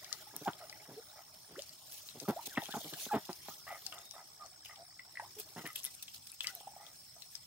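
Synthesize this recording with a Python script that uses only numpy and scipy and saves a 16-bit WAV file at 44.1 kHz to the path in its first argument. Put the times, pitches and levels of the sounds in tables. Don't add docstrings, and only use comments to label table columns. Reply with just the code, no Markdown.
import sys
import numpy as np
from scipy import signal
from scipy.fft import rfft, irfft, next_fast_len
from scipy.io import wavfile
from scipy.ndimage import uniform_filter1d

SR = 44100
rng = np.random.default_rng(int(sys.argv[2]) if len(sys.argv) > 2 else 0)


def materialize(psi):
    bounded = np.clip(np.atleast_2d(psi).T, -1, 1)
    quanta = np.round(bounded * 32767).astype(np.int16)
    wavfile.write(sys.argv[1], SR, quanta)


N = 328986


def gain_of(db):
    return 10 ** (np.asarray(db) / 20)


def evened(x):
    return x / np.sqrt(np.mean(x ** 2) + 1e-20)


def peaked(x, db):
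    return gain_of(db) * x / abs(x).max()


def read(points, hz):
    f, value = np.transpose(points)
    return np.interp(np.log(hz + 1), np.log(f + 1), value)


def over_time(points):
    return np.interp(np.arange(N) / SR, *np.transpose(points))


def add(mix, s, sound):
    part = mix[..., round(s * SR):][..., :sound.shape[-1]]
    part += sound[..., :part.shape[-1]]


def ring(x, hz, width):
    return signal.lfilter(*signal.iirpeak(hz, hz / width, SR), x)


def throat(drive, resonances, level_db):
    out = 0
    for f, width, db in resonances:
        out = out + gain_of(db + level_db(f)) * ring(ring(drive, f, width), f, 3 * width)
    return out


def swell(length, peak):
    u = np.linspace(0, 1, round(length * SR))
    peak = np.clip(peak, .02, .98)
    return np.sin(np.pi / 2 * np.minimum(u / peak, (1 - u) / (1 - peak))) ** 0.56


def drift(per_s):
    return evened(np.interp(np.arange(N) * per_s / SR, np.arange(N // 50), rng.standard_normal(N // 50)))


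# frequency in Hz, likeness from -1 to 1.
PORT_LIKENESS = [(60, 0.61), (180, 0.83), (550, -0.24), (1650, -0.11), (4970, 0.16), (15000, -0.042)]


def hiss(spectrum, patchy_db):
    hz = np.fft.rfftfreq(512, 1 / SR)
    a, b, c, d, patches = rng.standard_normal((N // 128 + 5, 257, 5)).T
    patches = evened(uniform_filter1d(uniform_filter1d(patches, 6, 0), 16, 1))
    same = np.clip(read(PORT_LIKENESS, hz), -1, 1)[:, None]
    left = a + 1j * b
    right = same * left + np.sqrt(1 - same ** 2) * (c + 1j * d)
    patch_depth = patchy_db * (hz / (hz + 300))[:, None]
    z = np.array([left, right]) * gain_of(read(spectrum, hz)[:, None] + patch_depth * patches)
    return evened(signal.istft(z, nperseg=512, noverlap=384)[1][:, :N])


# frequency in Hz, relative level in dB.
AIR_SPECTRUM = [(24, -35), (40, 27), (117, -1), (464, -13.5), (747, -5.5), (1010, -9), (2540, -17),
                (4520, -8.5), (5260, -3.5), (7600, -15), (8670, -19), (10600, -48), (15800, -6.5)]
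AIR_DB = -58.5


def air():
    return gain_of(AIR_DB) * hiss(AIR_SPECTRUM, patchy_db=5.5)


# pitch in Hz, width in Hz, level in dB, throbs per second, throb sharpness, time of joining in seconds.
INSECT_VOICES = [(5293, 380, -64, 66.8, 1.05, -9), (8640, 330, -70, 14, 0.3, -9),
                 (7995, 400, -68.5, 18.5, 0.78, 4)]


def insects():
    out, t = np.zeros((2, N)), np.arange(N) / SR
    for hz, width, db, per_s, depth, joins in INSECT_VOICES:
        beat = 2 * np.pi * np.cumsum(per_s * (1 + 0.0118 * drift(1.52))) / SR
        throb = np.exp(depth * (np.sin(beat) + 0.3 * np.sin(2 * beat)))
        buzz = evened(ring(ring(rng.standard_normal((2, N)), hz, width), hz, 2 * width))
        pitch = [hz + width * (0.51 * depth * np.cos(beat) + 0.2 * drift(150) / depth) for port in range(2)]
        tone = np.sin(2 * np.pi * np.cumsum(pitch, axis=1) / SR)
        level = gain_of(db + 1.7 * drift(1.26)) * np.clip((t - joins) / .3, 0, 1)
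        out += level * evened((0.1 / depth ** 2 * buzz + tone) * throb)
    return out


CHIRP_HZ, CHIRP_WIDTH_HZ, CHIRP_DB, CHIRP_SHARP = 9230, 410, -73, 2.3
CHIRPS_PER_S, QUICKEN, CHIRP_LAG = 2.45, .065, .66


def chirper():
    t = np.arange(N) / SR
    turns = CHIRPS_PER_S * t + QUICKEN * t ** 2 / 2 - CHIRP_LAG
    puffs = np.exp(CHIRP_SHARP * np.cos(2 * np.pi * turns))
    noise = rng.standard_normal((2, N))
    buzz = ring(ring(noise, CHIRP_HZ, CHIRP_WIDTH_HZ), CHIRP_HZ, CHIRP_WIDTH_HZ)
    return gain_of(CHIRP_DB) * evened(buzz * puffs)


def grains(hz, per_s, cycles, spread_db):
    out = np.zeros((2, N))
    for f in hz:
        t = np.arange(round(4 * cycles / f * SR) + 8) / SR
        envelope = np.exp(-t * f / cycles) * (1 - np.exp(-t * f))
        grain = np.sin(2 * np.pi * f * t * (1 + 0.004 * f * t)) * envelope
        chance, size = rng.random((2, N))
        sizes = gain_of(spread_db * np.minimum(-np.log(size + 1e-9), 4))
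        train = (chance < per_s / len(hz) / SR) * sizes
        lag = rng.integers(0, 7)
        sound = evened(signal.oaconvolve(train, grain)[:N])
        out += [np.roll(sound, lag), sound]
    return evened(out)


# centre pitch in Hz, relative level in dB.
BUBBLE_SIZES = [(701, -8.5), (1195, -11.5), (1860, -11), (353.4, -16.5)]
# time in seconds, drive in dB before the bubble levels.
GURGLE_DRIVE = [(0, -57), (.9, -58), (1.3, -65), (2.1, -66.5), (2.47, -57), (3, -57.5), (3.3, -64),
                (4.8, -66.5), (5.5, -62), (6.15, -81), (6.65, -65.5), (7, -72.5), (7.46, -71)]


def gurgle():
    bubbles = np.zeros((2, N))
    for hz, db in BUBBLE_SIZES:
        bubbles += gain_of(db) * grains(hz * np.linspace(.85, 1.15, 3), per_s=98, cycles=7.7, spread_db=3.5)
    return gain_of(over_time(GURGLE_DRIVE)) * bubbles


# frequency in Hz, relative level in dB.
SPRAY_SPECTRUM = [(1500, -13), (2600, -4), (3300, -2), (4500, -2.5), (7000, -2.5), (7800, -10), (11000, -4),
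                  (15500, -2)]
# time in seconds, drive of the spray in dB.
STIRRING = [(0, -56), (1.202, -64), (1.6, -58.5), (2.598, -55), (2.999, -49), (3.151, -56), (3.7, -57),
            (4.95, -70.5), (5.7, -56.5), (6.498, -61.5), (6.698, -64.5), (7.46, -61)]
# start in seconds, nominal length in seconds (the swell lasts 1.5 times it), drive in dB.
WATER_SHEETS = [(0.431, 0.035, -56), (1.585, 0.022, -53), (1.9, 0.082, -53), (2.283, 0.024, -47.5),
                (2.455, 0.031, -45), (2.627, 0.025, -50.5), (2.829, 0.05, -56), (2.992, 0.072, -48.5),
                (3.472, 0.081, -62.5), (4.643, 0.047, -58.5), (5.383, 0.033, -47), (5.657, 0.02, -53),
                (5.752, 0.044, -46), (5.839, 0.032, -47), (6.024, 0.012, -46.5), (6.135, 0.04, -53),
                (6.27, 0.0059, -44.5), (6.42, 0.03, -52), (6.464, 0.06, -53.5)]


def spray():
    sheets = np.zeros(N)
    for s, length, db in WATER_SHEETS:
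        add(sheets, s, gain_of(db) * swell(1.5 * length, 0.12) ** 2.4)
    stirred = gain_of(over_time(STIRRING) + 2.64 * drift(90))
    crackle = evened(gain_of(3.6 * drift(260)))
    drops = grains(np.geomspace(3200, 14500, 14), per_s=3500, cycles=11.3, spread_db=4.5)
    fizz = 1.106 * hiss(SPRAY_SPECTRUM, patchy_db=4.0) + 0.59 * drops
    return (stirred + sheets * crackle) * fizz


# start in seconds, peak in dB, ringing pitch in Hz.
DROPS_AND_CLACKS = [(0.0448, -34.5, 4400), (0.1274, -21, 4900), (0.3646, -25, 14100), (.5327, -39.5, 3550),
                    (0.697, -34, 4700), (0.7255, -41, 2080), (1.5916, -35.5, 3240), (1.6205, -34, 5510),
                    (1.6926, -38.5, 4760), (1.93, -35, 13300), (2.088, -36.5, 3550), (2.1999, -33, 5000),
                    (2.4593, -38, 6400), (2.552, -39, 3370), (2.6187, -38, 3300), (2.6353, -36.5, 3920),
                    (2.656, -36.5, 3160), (2.6657, -39.5, 3250), (2.7177, -38.5, 3540), (2.724, -36, 3430),
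                    (2.8165, -40.5, 3370), (2.8434, -38, 3180), (2.9358, -33.5, 3230),
                    (3.3298, -33.5, 5090), (3.8651, -25.5, 5170), (3.923, -36, 2930), (3.9252, -43, 1370),
                    (3.9818, -40.5, 3600), (3.988, -40, 7300), (4.11, -34.5, 5420), (4.461, -43, 5960),
                    (4.649, -42.5, 3480), (4.6576, -41, 2920), (4.663, -47, 2370), (4.758, -46, 3230),
                    (4.993, -39, 1970), (5.197, -36.5, 1750), (5.3996, -24, 14200), (5.6565, -37.5, 2095),
                    (5.674, -33.5, 10900), (5.731, -37, 11600), (5.759, -30, 3170), (5.7588, -29, 11100),
                    (5.762, -29, 11200), (5.801, -42, 9500), (5.8002, -40, 3640), (5.8334, -36, 6500),
                    (5.839, -36, 11400), (5.8434, -28, 10600), (5.85, -34, 3470), (5.8502, -22.5, 10750),
                    (5.8583, -27, 11600), (5.8644, -36, 3670), (5.9503, -37, 9950), (6.0255, -34.5, 11100),
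                    (6.031, -38, 9150), (6.0799, -40, 3100), (6.2677, -49, 4800), (6.318, -36, 10060),
                    (6.325, -49.5, 2490), (6.4063, -26, 3320), (6.4433, -30, 2210), (6.4704, -21, 4780),
                    (6.5513, -26.5, 13300), (6.602, -47, 3240), (6.865, -42, 3480), (7.2205, -38.5, 4130),
                    (7.3527, -30.5, 5150)]


def tick(db, hz):
    t = np.arange(1500) / SR
    crack, patter, shake = rng.standard_normal((3, 1500))
    crack = np.diff(crack, prepend=0) * np.exp(-t / .0006)
    patter = patter ** 3 / 3 * np.exp(-t / 0.045)
    cycles = t * hz
    rise = .97 + .003 * np.minimum(cycles, 20)
    uneven = 1.5 * evened(ring(shake, hz, hz / 10))
    ringing = (np.sin(2 * np.pi * cycles * rise) + uneven) * cycles ** 0.46 * np.exp(-cycles / 5.4)
    return peaked(ringing / abs(ringing).max() + 0.022 * crack + 0.019 * patter, db)


# start in seconds, length in seconds, nominal peak in dB, first pitch in Hz, last pitch in Hz.
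PEEPS_AND_PLOPS = [(.458, 0.029, -32, 829, 714), (.474, 0.014, -34, 900, 960),
                   (.488, 0.0037, -35.5, 1240, 1440), (.605, 0.05, -52.5, 753, 564),
                   (.965, 0.036, -45.5, 397, 457), (1.555, 0.013, -50, 1100, 2320),
                   (1.566, 0.023, -47.5, 310, 480), (1.581, 0.023, -41, 480, 632),
                   (2.25, 0.018, -56, 1290, 1140), (2.31, 0.027, -44, 997, 600),
                   (2.362, 0.022, -37, 560, 870), (2.391, 0.0097, -41.5, 870, 940),
                   (2.5, 0.045, -55.5, 1910, 1300), (2.558, 0.013, -46, 2120, 2870),
                   (2.574, 0.0048, -27.5, 2000, 1720), (2.585, 0.019, -50, 764, 1060),
                   (2.598, 0.04, -63, 1675, 1800), (2.618, 0.015, -42, 980, 543),
                   (2.69, 0.045, -52, 1353, 1780), (2.73, 0.0253, -44.5, 1734, 1080),
                   (2.751, 0.013, -35.5, 840, 790), (2.805, 0.016, -50, 770, 517),
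                   (2.939, 0.0048, -44.5, 1600, 1590), (2.959, 0.026, -56, 630, 790),
                   (3.087, 0.029, -47.5, 1650, 1050), (3.111, 0.03, -30, 855, 769),
                   (3.5, 0.029, -55, 1135, 1360), (3.704, 0.029, -41.5, 842, 597),
                   (3.855, 0.052, -57.5, 786, 716), (3.994, 0.18, -62.5, 3580, 3680),
                   (4.175, 0.058, -58.5, 1150, 656), (4.398, 0.047, -50.5, 1223, 1139),
                   (4.435, 0.033, -59, 852, 560), (4.765, 0.031, -59.5, 787, 727),
                   (4.787, 0.049, -55.5, 637, 693), (5.154, 0.0055, -46.5, 1670, 2130),
                   (5.172, 0.0058, -34, 2020, 1800), (5.197, 0.0078, -36.5, 880, 890),
                   (5.219, 0.035, -49.5, 507, 1094), (5.365, 0.044, -50.5, 447, 410),
                   (5.865, 0.022, -59, 1970, 1980), (6.472, 0.042, -54.5, 1215, 1515),
                   (6.5, 0.097, -59, 813, 636), (6.607, 0.0062, -48, 650, 950),
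                   (6.632, 0.015, -59, 750, 760), (6.652, 0.0094, -69, 796, 820),
                   (6.671, 0.011, -39.5, 697, 860), (6.713, 0.017, -59.5, 685, 766),
                   (6.735, 0.0093, -57, 780, 840), (6.763, 0.0098, -46.5, 706, 795),
                   (6.799, 0.02, -48.5, 780, 816)]
PEEP_PEAK, PEEP_ARCH = 0.74, 0.028


def peep(length, db, first_hz, last_hz):
    shape = swell(length, PEEP_PEAK * min(length / 0.039, 1)) ** 0.79
    rough = np.clip(-(db + 28) / 25, .1, 1)
    noise = rng.standard_normal((2, 10000))
    shake, flutter = uniform_filter1d(noise, 130)[:, :len(shape)] * np.sqrt(130) * rough
    bow = 1 + PEEP_ARCH * np.sin(np.linspace(0, np.pi, len(shape))) + 18 * shake / first_hz + 0.0047 * shake
    phase = 2 * np.pi * np.cumsum(bow * np.geomspace(first_hz, last_hz, len(shape))) / SR
    shape = shape * gain_of(3.4 * flutter)
    overtones = np.sin(2 * phase) + .3 * np.sin(3 * phase)
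    richness = gain_of(db + 15) * min(length / .03, 1) ** 2 * shape
    return gain_of(db) * shape * (np.sin(phase) + richness * overtones)


# start in seconds, length in seconds, level in dB, treble tilt in dB per octave.
RASPY_BURSTS = [(.113, 0.027, -56.5, -1.5), (.599, 0.077, -60, -19), (1.153, 0.071, -60.5, -15),
                (3.662, .12, -51.5, -7.5), (3.918, 0.11, -59, -14.5), (4.134, 0.1, -58, -14.5),
                (4.39, 0.1, -64.5, -17), (4.69, 0.047, -57, -6), (5.562, 0.068, -57.5, 1),
                (5.65, 0.064, -51, -2), (6.445, 0.056, -52, 6), (6.771, 0.17, -65, -12.5),
                (7.16, 0.051, -67, -23)]
# frequency in Hz, width in Hz, relative level in dB.
DUCK_THROAT = [(706, 165, -1), (1231, 90, 9.5), (1942, 145, 13.5), (2910, 300, 3)]
FLAPS_PER_S = 85


def rasp(length, db, tilt_db):
    shape = swell(length, 0.19)
    air_noise, flap = rng.standard_normal((2, 8000))[:, :len(shape)]
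    flap = evened(uniform_filter1d(flap, 220))
    turns = np.cumsum(FLAPS_PER_S * (1 + 0.2 * flap)) / SR + .7
    pulses = np.diff(np.floor(turns), prepend=0)
    chopped = air_noise * (.3 + 2 * np.exp(-(turns % 1) / .3))
    drive = (chopped + 0.6 * evened(pulses)) * gain_of(3.0 * flap) * shape
    voice = throat(np.pad(drive, (0, 400)), DUCK_THROAT, lambda f: tilt_db * np.log2(f / 1000))
    arch = np.cos(np.linspace(-np.pi / 2, np.pi / 2, len(voice)))
    place = np.cumsum(1 + 0.15 * arch - .1)
    return gain_of(db) * evened(np.interp(place, np.arange(len(voice)), voice))


# start in seconds, length in seconds, effort (peak) in dB, gain of the open bill above 500 Hz in dB.
GOOSE_GRUNTS = [(.326, 0.066, -43.5, -1), (.408, 0.027, -40.5, -24), (.474, 0.018, -21, 0),
                (.873, .089, -45, -14), (1.486, 0.085, -48, -23), (2.142, 0.058, -44.5, -25),
                (2.208, 0.048, -40, -31), (2.275, 0.046, -20.5, -6), (2.469, 0.02, -41, -5),
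                (2.571, 0.017, -22, 3.5), (2.685, 0.014, -33.5, 2), (2.739, 0.013, -29.5, 3.5),
                (2.76, 0.027, -28.5, -5), (2.838, 0.054, -41, -30), (2.925, 0.023, -38, -39),
                (3.065, 0.0085, -37, -11), (3.127, 0.064, -20, 0), (3.287, 0.03, -28, -1.5),
                (3.484, 0.0097, -31.5, 4.5), (5.555, 0.068, -36.5, -2), (5.633, 0.045, -37.5, -8)]
# frequency in Hz, width in Hz, relative level in dB.
GOOSE_THROAT = [(152, 72, 12), (269, 256, 13.5), (455, 390, -25), (667, 310, 7.5), (894, 58, -9),
                (1200, 220, -1), (1820, 100, 3), (3380, 1040, 4)]
SOFT_DB, SOFT_HZ, HZ_PER_DB, SAG_OCT_PER_S = -43, 143.7, 4.0, 9.0


def grunt(length, db, open_db):
    shape = swell(length, 0.29 * min(length / 0.031, 1)) ** 2.24
    first_hz = SOFT_HZ + HZ_PER_DB * (db - SOFT_DB)
    last_hz = first_hz / 2 ** (SAG_OCT_PER_S * length * (first_hz / SOFT_HZ - 1))
    wobble, puffs, strength = rng.standard_normal((3, 4000))[:, :len(shape)]
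    wobble = 1 + 0.14 * evened(uniform_filter1d(wobble, 150))
    turns = np.cumsum(np.linspace(first_hz, last_hz, len(shape)) * wobble) / SR
    pulses = np.diff(np.floor(turns + 0.8), prepend=0) * gain_of(1.5 * strength)
    breath = gain_of(-1 - .22 * (db + 20)) * puffs * np.exp(-(turns % 1) / 0.7)
    drive = np.pad((evened(pulses) + breath) * shape, (0, 600))
    drive = signal.sosfilt(signal.butter(2, [110, 1500], "band", fs=SR, output="sos"), drive)
    return peaked(throat(drive, GOOSE_THROAT, lambda f: open_db * (f > 500)), db)


# frequency in Hz, left minus right in dB.
PORT_LEAN = [(600, -.5), (1200, -3), (2500, 5.5), (4500, 7.5), (9000, 16), (14000, -5)]


def stereo(x, lag_us):
    size = next_fast_len(N)
    hz, z = np.fft.rfftfreq(size, 1 / SR), rfft(x, size)
    lean = gain_of(read(PORT_LEAN, hz) / 2)
    left = z * lean * np.exp(-2j * np.pi * hz * lag_us / 10 ** 6)
    return irfft(np.array([left, z / lean]), size)[:, :N]


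# frequency in Hz, time to fall 60 dB in seconds.
BANK_DECAY = [(300, 0.058), (2000, 0.15), (10000, 0.02)]


def banks(x):
    taps = np.zeros((2, 12000))
    at = np.arange(200, 11980, 20) + rng.integers(0, 20, (2, 589))
    np.put_along_axis(taps, at, rng.choice([-1., 1.], at.shape), 1)
    hz, t, z = signal.stft(taps, SR, nperseg=256)
    z[1] += (z[0] - z[1]) / (1 + (hz[:, None] / 900) ** 2)
    decay = gain_of(-60 * t / read(BANK_DECAY, hz)[:, None])
    tail = signal.istft(z * decay, SR, nperseg=256)[1]
    return signal.fftconvolve(x, tail / np.linalg.norm(tail[0]), axes=1)[:, :N]


def scene():
    calls, drops = np.zeros((2, N))
    for s, *row in DROPS_AND_CLACKS:
        add(drops, s, tick(*row))
    for table, voice in ((PEEPS_AND_PLOPS, peep), (RASPY_BURSTS, rasp), (GOOSE_GRUNTS, grunt)):
        for s, *row in table:
            add(calls, s, voice(*row))
    calls, drops = stereo(calls, lag_us=66), stereo(drops, lag_us=89)
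    echoes = banks(gain_of(-13.0) * calls + gain_of(-13.5) * drops)
    background = air() + insects() + chirper()
    return background + gurgle() + spray() + drops + calls + echoes


EDGE_HZ = 15850


def record(dry):
    thin = signal.sosfilt(signal.butter(2, 90, "high", fs=SR, output="sos"), dry)
    low_pass = signal.firwin(511, EDGE_HZ, window=("kaiser", 9), fs=SR)
    return signal.oaconvolve(thin, low_pass[None], "same")


dry = scene()
out = record(dry)
materialize(out)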